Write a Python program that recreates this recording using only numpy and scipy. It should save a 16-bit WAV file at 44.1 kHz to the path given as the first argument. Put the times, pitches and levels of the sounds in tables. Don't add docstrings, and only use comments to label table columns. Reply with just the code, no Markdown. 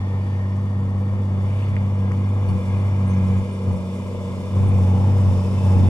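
import sys
import numpy as np
from scipy import signal
from scipy.fft import rfft, irfft
from scipy.io import wavfile
from scipy.ndimage import uniform_filter1d, map_coordinates

SR = 44100
rng = np.random.default_rng(int(sys.argv[2]) if len(sys.argv) > 2 else 0)


def unload_wav(signal):
    wavfile.write(
        sys.argv[1],
        SR,
        np.round(np.clip(np.atleast_2d(signal).T, -1, 1) * 32767).astype(np.int16),
    )


N = 259749
T = np.arange(N) / SR
BINS_HZ = np.maximum(np.fft.rfftfreq(N, 1 / SR), 1)


def undb(db):
    return 10 ** (np.asarray(db) / 20)


def unit(x):
    return x / np.sqrt(np.mean(x ** 2))


def colour(points):
    hz, db = np.transpose(points)
    outside_oct = np.abs(np.log2(BINS_HZ / np.clip(BINS_HZ, hz[0], hz[-1])))
    return undb(np.interp(np.log(BINS_HZ), np.log(hz), db) - 48 * outside_oct)


def bell(hz, sigma_oct):
    return np.exp(-.5 * (np.log2(BINS_HZ / hz) / sigma_oct) ** 2)


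def shape(x, gain):
    return irfft(rfft(x) * gain, N)


def noise(gain):
    return unit(shape(rng.standard_normal(N), gain))


def walk(rate_hz):
    return noise(np.exp(-(BINS_HZ / rate_hz) ** 2))


def swell(middle_s, length_s):
    return np.cos(np.pi * np.clip((T - middle_s) / length_s, -.5, .5)) ** 2


def pan(db):
    return undb(np.array([[db], [-db]]) / 2)


def exhaust(cycle, load_db, octave_db=-12, scatter_db=2.5, slip_turns=.012):
    # (multiple of firing rate, level re firing note [dB])
    lines = [(.5, -30), (.667, -37.5), (.833, -31), (1.167, -35), (1.333, -17.5), (1.5, -22.5),
             (1.667, -26.5), (1.833, -37), (2.167, -26.5), (2.333, -32.5), (2.5, -24.5), (3, -29.5),
             (3.5, -35), (4, -34), (5, -32), (6.333, -37), (6.5, -35.5), (9, -38.5)]
    firing_rad = 2 * np.pi * 6 * cycle
    out = undb(.4 * walk(32)) * np.cos(firing_rad)
    out += undb(octave_db + load_db + 1.92 * walk(6.6)) * np.cos(2 * firing_rad)
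    for multiple, db in lines:
        gain = undb(db + .5 * load_db * (multiple > 2) + scatter_db * walk(12))
        phase_turns = round(multiple * 6) * cycle + rng.random() + slip_turns * multiple * walk(11.3)
        out += gain * np.cos(2 * np.pi * phase_turns)
    return -np.sqrt(2) * out


def pipe(hz=489.3, wander=.0121):
    tone = noise(bell(hz, .054))
    read_index = np.cumsum(1 + wander * walk(4.9))
    return map_coordinates(tone, [read_index], order=1, mode="mirror") * undb(walk(5))


def knocking(cycle, repeat_share):
    # (position [cycles], sigma [cycles], centre [Hz], gain)
    knocks = [(.2, 0.075, 472, 0.32), (.36, 0.015, 906, 0.25), (0.531, 0.006, 813, 0.16),
              (.71, 0.043, 475, 0.5), (.86, 0.015, 870, 0.57), (.43, 0.02, 2740, 0.35),
              (0.721, 0.0094, 2150, 0.83)]
    position = cycle % 1
    cycle_samples = int(N / cycle[-1])
    pattern = unit(irfft(np.exp(2j * np.pi * rng.random(cycle_samples // 2 + 1))))
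    repeating = np.interp(position, np.linspace(0, 1, len(pattern)), pattern)
    drive = np.sqrt(repeat_share) * repeating + np.sqrt(1 - repeat_share) * rng.standard_normal(N)
    out = drive.copy()
    for at, sigma, hz, gain in knocks:
        blow = np.exp(-.5 * ((position - at) / sigma) ** 2) * (1 + .5 * walk(22))
        out += gain * shape(drive * blow, bell(hz, .23))
    return out


def clatter(block, cycle, crank_depth=.17, firing_depth=.2):
    # (frequency [Hz], level [dB])
    spectrum = [(220, -3), (260, -4), (335, -5.5), (415, -8), (476, -9.5), (548, -7), (620, -5.5),
                (700, -11), (850, -8), (920, -11.5), (1070, -9), (1250, -22.5), (1350, -18), (1480, -41)]
    crank = crank_depth * np.cos(4 * np.pi * (cycle - .3))
    firing = firing_depth * np.cos(12 * np.pi * (cycle - .041))
    return unit(shape(block, colour(spectrum))) * unit(1 + crank + firing)


def growls(block):
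    # (middle [s], length [s], centre [Hz], sigma [oct], level [dB])
    resonances = [(0.098, 0.98, 850, .12, -56.5), (1.95, .7, 490, .04, -47.5),
                  (2.75, 1.89, 1017, 0.23, -54), (4.984, 0.47, 842, 0.09, -44.5),
                  (5.413, 0.3, 454, 0.06, -44.5), (5.777, 0.5, 854, 0.071, -43),
                  (5.817, 0.29, 232, 0.27, -34.5)]
    return sum(unit(shape(block, bell(hz, sigma_oct))) * undb(db) * swell(middle_s, length_s)
               for middle_s, length_s, hz, sigma_oct, db in resonances)


def crumbs(rate_hz, spread_db):
    hits = (rng.random(N) < rate_hz / SR) * rng.choice([-1, 1], N)
    return unit(hits * undb(spread_db * np.minimum(rng.exponential(size=N), 3.5)))


def frame_modes():
    ripple = uniform_filter1d(uniform_filter1d(rng.standard_normal(len(BINS_HZ)), 170), 170)
    return undb(np.clip(unit(ripple), -2, 2))


def steel_ring(drive, boost_db=1.5, waver_db=1.83):
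    # (centre [Hz], width [Hz], relative gain [dB], at time [s], fade either side [dB/s],
    # glide [Hz/s])
    modes = [(1637, 68, 9.5, 3, 2.5, 4.5), (1836, 82, -1.5, 6.2, 5.5, 0.5), (2133, 230, 5, 3, 3, 3.5),
             (2385, 170, 10, 3.14, 3.5, 16), (2657, 120, 6.5, 5.7, 11, -1.5), (2906, 250, 3, 2.2, 2, 11),
             (3060, 170, 5, 7.9, 7.5, -1), (3512, 180, 7, 4.2, 1.4, 16), (3830, 140, -3, 3.3, 0, 2.5),
             (4380, 140, -1, 2, -0.5, 1), (4660, 190, 6, 0.43, 2.5, -6.5), (5080, 250, 6.5, 5.6, 6, 1),
             (5450, 200, 0.5, 2, -0.5, -1.5), (5900, 270, -1, 5.1, 2, 1.5), (6300, 150, 1.5, 1.5, 2, -1),
             (6860, 260, -4, 3.5, 0.5, 1), (7700, 240, -2, 4.3, 10.5, 1), (10800, 120, 5, 3.4, 8, 0)]
    out, spectrum, progress = drive.copy(), rfft(drive), T / T[-1]
    for hz, width_hz, db, at_s, fade_db_s, glide_hz_s in modes:
        early, late = (irfft(spectrum * .5 ** ((2 * (BINS_HZ - hz - glide_hz_s * s) / width_hz) ** 2), N)
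                       for s in (-T.mean(), T.mean()))
        ring = early + progress * (late - early)
        out += ring * undb(db + boost_db - fade_db_s * np.abs(T - at_s) + waver_db * walk(4.2))
    return out


def harrow(cycle, rattle_db, hiss_db):
    # (frequency [Hz], level [dB])
    rattle_spectrum = [(1400, -6.5), (1900, -1.5), (2700, -4.5), (3200, -5), (4100, -11), (5000, -12.5),
                       (6000, -18)]
    soil_spectrum = [(2500, -9.5), (4000, -8), (6000, -3), (6550, -5), (7300, -0.5), (8100, -3.5),
                     (9300, 0), (10300, -6.5), (11800, -11), (12900, -12), (15500, -21)]
    # (middle [s], length [s], rattle rise [dB], hiss rise [dB])
    scrapes = [(0.235, 1, 4, 2), (1.617, 0.6, 3.5, 3), (2.063, 0.83, 1, -0.5), (2.504, 0.041, 2, 4.5),
               (2.683, 0.82, 3.5, 2.5), (3.265, 0.86, 2, 1.5), (4.82, 0.25, -1.5, 2)]
    for middle_s, length_s, rattle_rise_db, hiss_rise_db in scrapes:
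        rattle_db = rattle_db + rattle_rise_db * swell(middle_s, length_s)
        hiss_db = hiss_db + hiss_rise_db * swell(middle_s, length_s)
    modes = frame_modes()
    shake = knocking(cycle, repeat_share=.18) + .35 * crumbs(rate_hz=1200, spread_db=1)
    soil = rng.standard_normal(N) + .36 * crumbs(rate_hz=2700, spread_db=9.5)
    rattle = unit(shape(shake, colour(rattle_spectrum) * modes)) * undb(rattle_db)
    hiss = unit(shape(soil, colour(soil_spectrum) * modes)) * undb(hiss_db + walk(32))
    return steel_ring(rattle + hiss)


def stones(crack_s=.00076, attack_s=.00036):
    # (time [s], ring gain [dB], ring pitch [Hz], ring decay [s], crack level [dB])
    strikes = [(1.624, -31.5, 2590, .0009, -59), (1.766, -17.5, 2010, 0.00069, -59),
               (1.769, -27, 2540, 0.00047, -60), (1.996, -48, 3530, 0.00088, -49),
               (2.114, -24, 1180, 0.0014, -61.5), (2.119, -21.5, 1970, 0.00055, -39),
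               (3.89, -49, 3560, 0.00082, -49)]
    out, bright = np.zeros(N), noise(bell(3900, .8))
    for start_s, ring_db, hz, decay_s, crack_db in strikes:
        age_s = np.maximum(T - start_s, 0)
        ring = np.sin(2 * np.pi * hz * age_s) * (1 - np.exp(-age_s / attack_s)) * np.exp(-age_s / decay_s)
        crack = bright * (T >= start_s) * np.exp(-age_s / crack_s)
        out += undb(ring_db) * ring + undb(crack_db) * crack
    return out


def gravel(level_db=-58.5):
    ticks = unit(shape(crumbs(rate_hz=110, spread_db=0), bell(2750, .3)))
    return ticks * undb(level_db) * swell(middle_s=1.59, length_s=.52)


def squeaks(scratch_depth=.5):
    # (start [s], length [s], pitch [Hz], level [dB], left minus right [dB], pitch jitter [ratio])
    rubs = [(2.24, .04, 5420, -62, -2, .012), (2.485, 0.03, 4430, -56, 0, 0.018),
            (2.48, 0.034, 9500, -59, 2, 0.022), (3.068, 0.057, 8910, -59, 11, 0.00401),
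            (3.072, 0.053, 10914, -63, -1, .005), (3.09, 0.093, 6232, -62.5, -19, .005),
            (3.15, 0.05, 5420, -61, 4, .015), (3.27, 0.039, 5407, -60, 0, .012),
            (3.512, 0.065, 8880, -61, 4, .01), (3.516, 0.077, 10914, -66, 2, .006),
            (3.724, 0.036, 8970, -64.5, 9, .01), (4.674, 0.036, 8970, -57, 8, .01)]
    out, waver = np.zeros((2, N)), walk(490)
    grip = unit(1 + scratch_depth * walk(120))
    for start_s, length_s, hz, db, pan_db, jitter in rubs:
        envelope = np.sin(np.pi * np.sqrt(np.clip((T - start_s) / length_s, 0, 1)))
        tone = np.sqrt(2) * np.sin(2 * np.pi * hz * np.cumsum(1 + jitter * waver) / SR)
        out += tone * envelope * grip * undb(db) * pan(pan_db)
    return out


def wind(start_db=-49, rise_db_s=3, buffet_db=3):
    # (frequency [Hz], level [dB])
    spectrum = [(15, -13.5), (35, -7), (65, 0), (120, 5), (200, -11), (330, -18.5), (600, -26), (1500, -47)]
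    # (middle [s], length [s], rise [dB])
    gusts = [(1.148, 0.15, 10), (1.442, 0.33, 5), (1.797, 0.2, 9), (2.13, 0.36, -1), (2.54, 0.44, 12),
             (3.371, 0.39, 7.5), (3.77, 0.32, 13), (4.396, 1, 5.5), (4.639, 0.12, 5), (5.015, 0.26, 5),
             (5.33, 0.21, 6), (5.869, 0.33, 7)]
    gust_db = sum(db * swell(middle_s, length_s) for middle_s, length_s, db in gusts)
    ports = np.array([noise(colour(spectrum)) * undb(buffet_db * walk(6.7)) for _ in range(2)])
    return ports * undb(start_db + rise_db_s * T + gust_db) * pan(5)


def rumble():
    return noise(bell(115, 1.56))


def whine(peak_db=-57.5, peak_s=.35, fade_db_s=6.5):
    return noise(bell(1835, .05)) * undb(peak_db - fade_db_s * np.abs(T - peak_s))


def hush(level_db=-49.5):
    return noise(bell(1048, .24)) * undb(level_db)


def spread(x, diffuse_hz=1800, direct_floor=.3, step_rad2=.0631):
    # (frequency [Hz], side minus mid [dB])
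    width = [(60, -3.5), (200, -45), (380, -18.5), (600, -7.5), (760, 6.5), (860, -13.5), (1000, -14),
             (1250, -1), (1700, 7), (2400, 1.5), (3100, 1), (4400, -1.5), (9000, -0.5), (15000, 0)]
    # (frequency [Hz], left minus right [dB])
    lean = [(250, -3), (500, -0.5), (1000, 2), (2000, -0.1), (4000, -1.5), (8000, 0.7)]
    direct = direct_floor + (1 - direct_floor) / (1 + (BINS_HZ / diffuse_hz) ** 2)
    scattered = np.exp(1j * np.cumsum(rng.normal(0, np.sqrt(step_rad2), len(BINS_HZ))))
    side = shape(x, colour(width) * (1j * direct + np.sqrt(1 - direct ** 2) * scattered))
    hz, db = np.transpose(lean)
    left_gain = undb(np.interp(np.log(BINS_HZ), np.log(hz), db) / 2)
    return np.array([shape(x + side, left_gain), shape(x - side, 1 / left_gain)])


def scene(start_m=25.87, speed_m_s=2.813, unloaded_hz=99.73, slowing_hz_s=.472):
    # (middle [s], length [s], firing rate sag [Hz], rise of the exhaust's octave [dB])
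    bites = [(0.07, 0.59, 3.77, 1.5), (0.424, 0.68, 3.47, 1.5), (0.89, 0.7, 2.5, 1.5),
             (1.361, 0.51, 2.97, 3), (1.815, 0.5, 1.316, 1.5), (2.105, 0.47, 2.25, 4),
             (2.589, 0.47, 4.32, 7), (3.214, 0.84, 4.0, 6), (3.79, 0.68, 5.4, 6), (4.325, 0.93, 3.97, -1),
             (4.877, 0.48, 4.6, 5.5), (5.368, 0.52, 3.69, 2.5), (5.798, 0.65, 3.8, 1.5)]
    sag_hz = sum(hz * swell(middle_s, length_s) for middle_s, length_s, hz, _ in bites)
    load_db = sum(db * swell(middle_s, length_s) for middle_s, length_s, _, db in bites)
    cycle = np.cumsum(unloaded_hz - slowing_hz_s * T - sag_hz) / SR / 6
    travel_m = speed_m_s * T
    near_db = -20 * np.log10(1 - travel_m / start_m)
    unshield_db = .2165 * travel_m
    block = knocking(cycle, repeat_share=.7)
    drone = exhaust(cycle, load_db) * undb(-22 + near_db) * pan(.06)
    ahead = clatter(block, cycle) * undb(-43 + near_db) + growls(block) + whine()
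    ahead += harrow(cycle, rattle_db=-62.5 + near_db, hiss_db=-68 + near_db + unshield_db)
    ahead += stones() + hush()
    ahead += pipe() * undb(-48 + near_db + .37 * load_db) + gravel()
    return drone + spread(ahead) + squeaks() + wind() + rumble() * undb(-43 + near_db)


def record(dry, bass_hz=185, fall_s=.09, return_s=.06, top_hz=15600):
    # (start [s], length [s], full dip [dB])
    spells = [(2.575, 0.11, 6), (3.42, 0.24, 10), (3.744, 0.79, 13), (4.98, 0.035, 3), (5.325, 0.025, 4),
              (5.39, 0.16, 7), (5.576, 0.059, 8)]
    # (centre [Hz], sigma [oct], share of the dip)
    hollows = [(303, 0.21, 0.53), (774, 0.12, 0.93), (1740, 0.49, 0.53)]
    dip_db = np.zeros(N)
    for start_s, length_s, db in spells:
        ramp = np.minimum((T - start_s) / fall_s, (start_s + length_s - T) / return_s)
        dip_db += db * np.clip(.5 + ramp, 0, 1)
    kept = 1 - 1 / (1 + (BINS_HZ / bass_hz) ** 5)
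    for hz, sigma_oct, share in hollows:
        kept *= 1 - share * bell(hz, sigma_oct)
    thinned = dry - (1 - undb(-dip_db)) * shape(dry, 1 - kept)
    edge_fade = np.clip(np.minimum(T, T[-1] - T) / .004, 0, 1)
    lowpass = signal.ellip(8, .2, 70, top_hz, fs=SR, output="sos")
    return signal.sosfilt(lowpass, thinned * edge_fade)


dry = scene()
out = record(dry)
unload_wav(out)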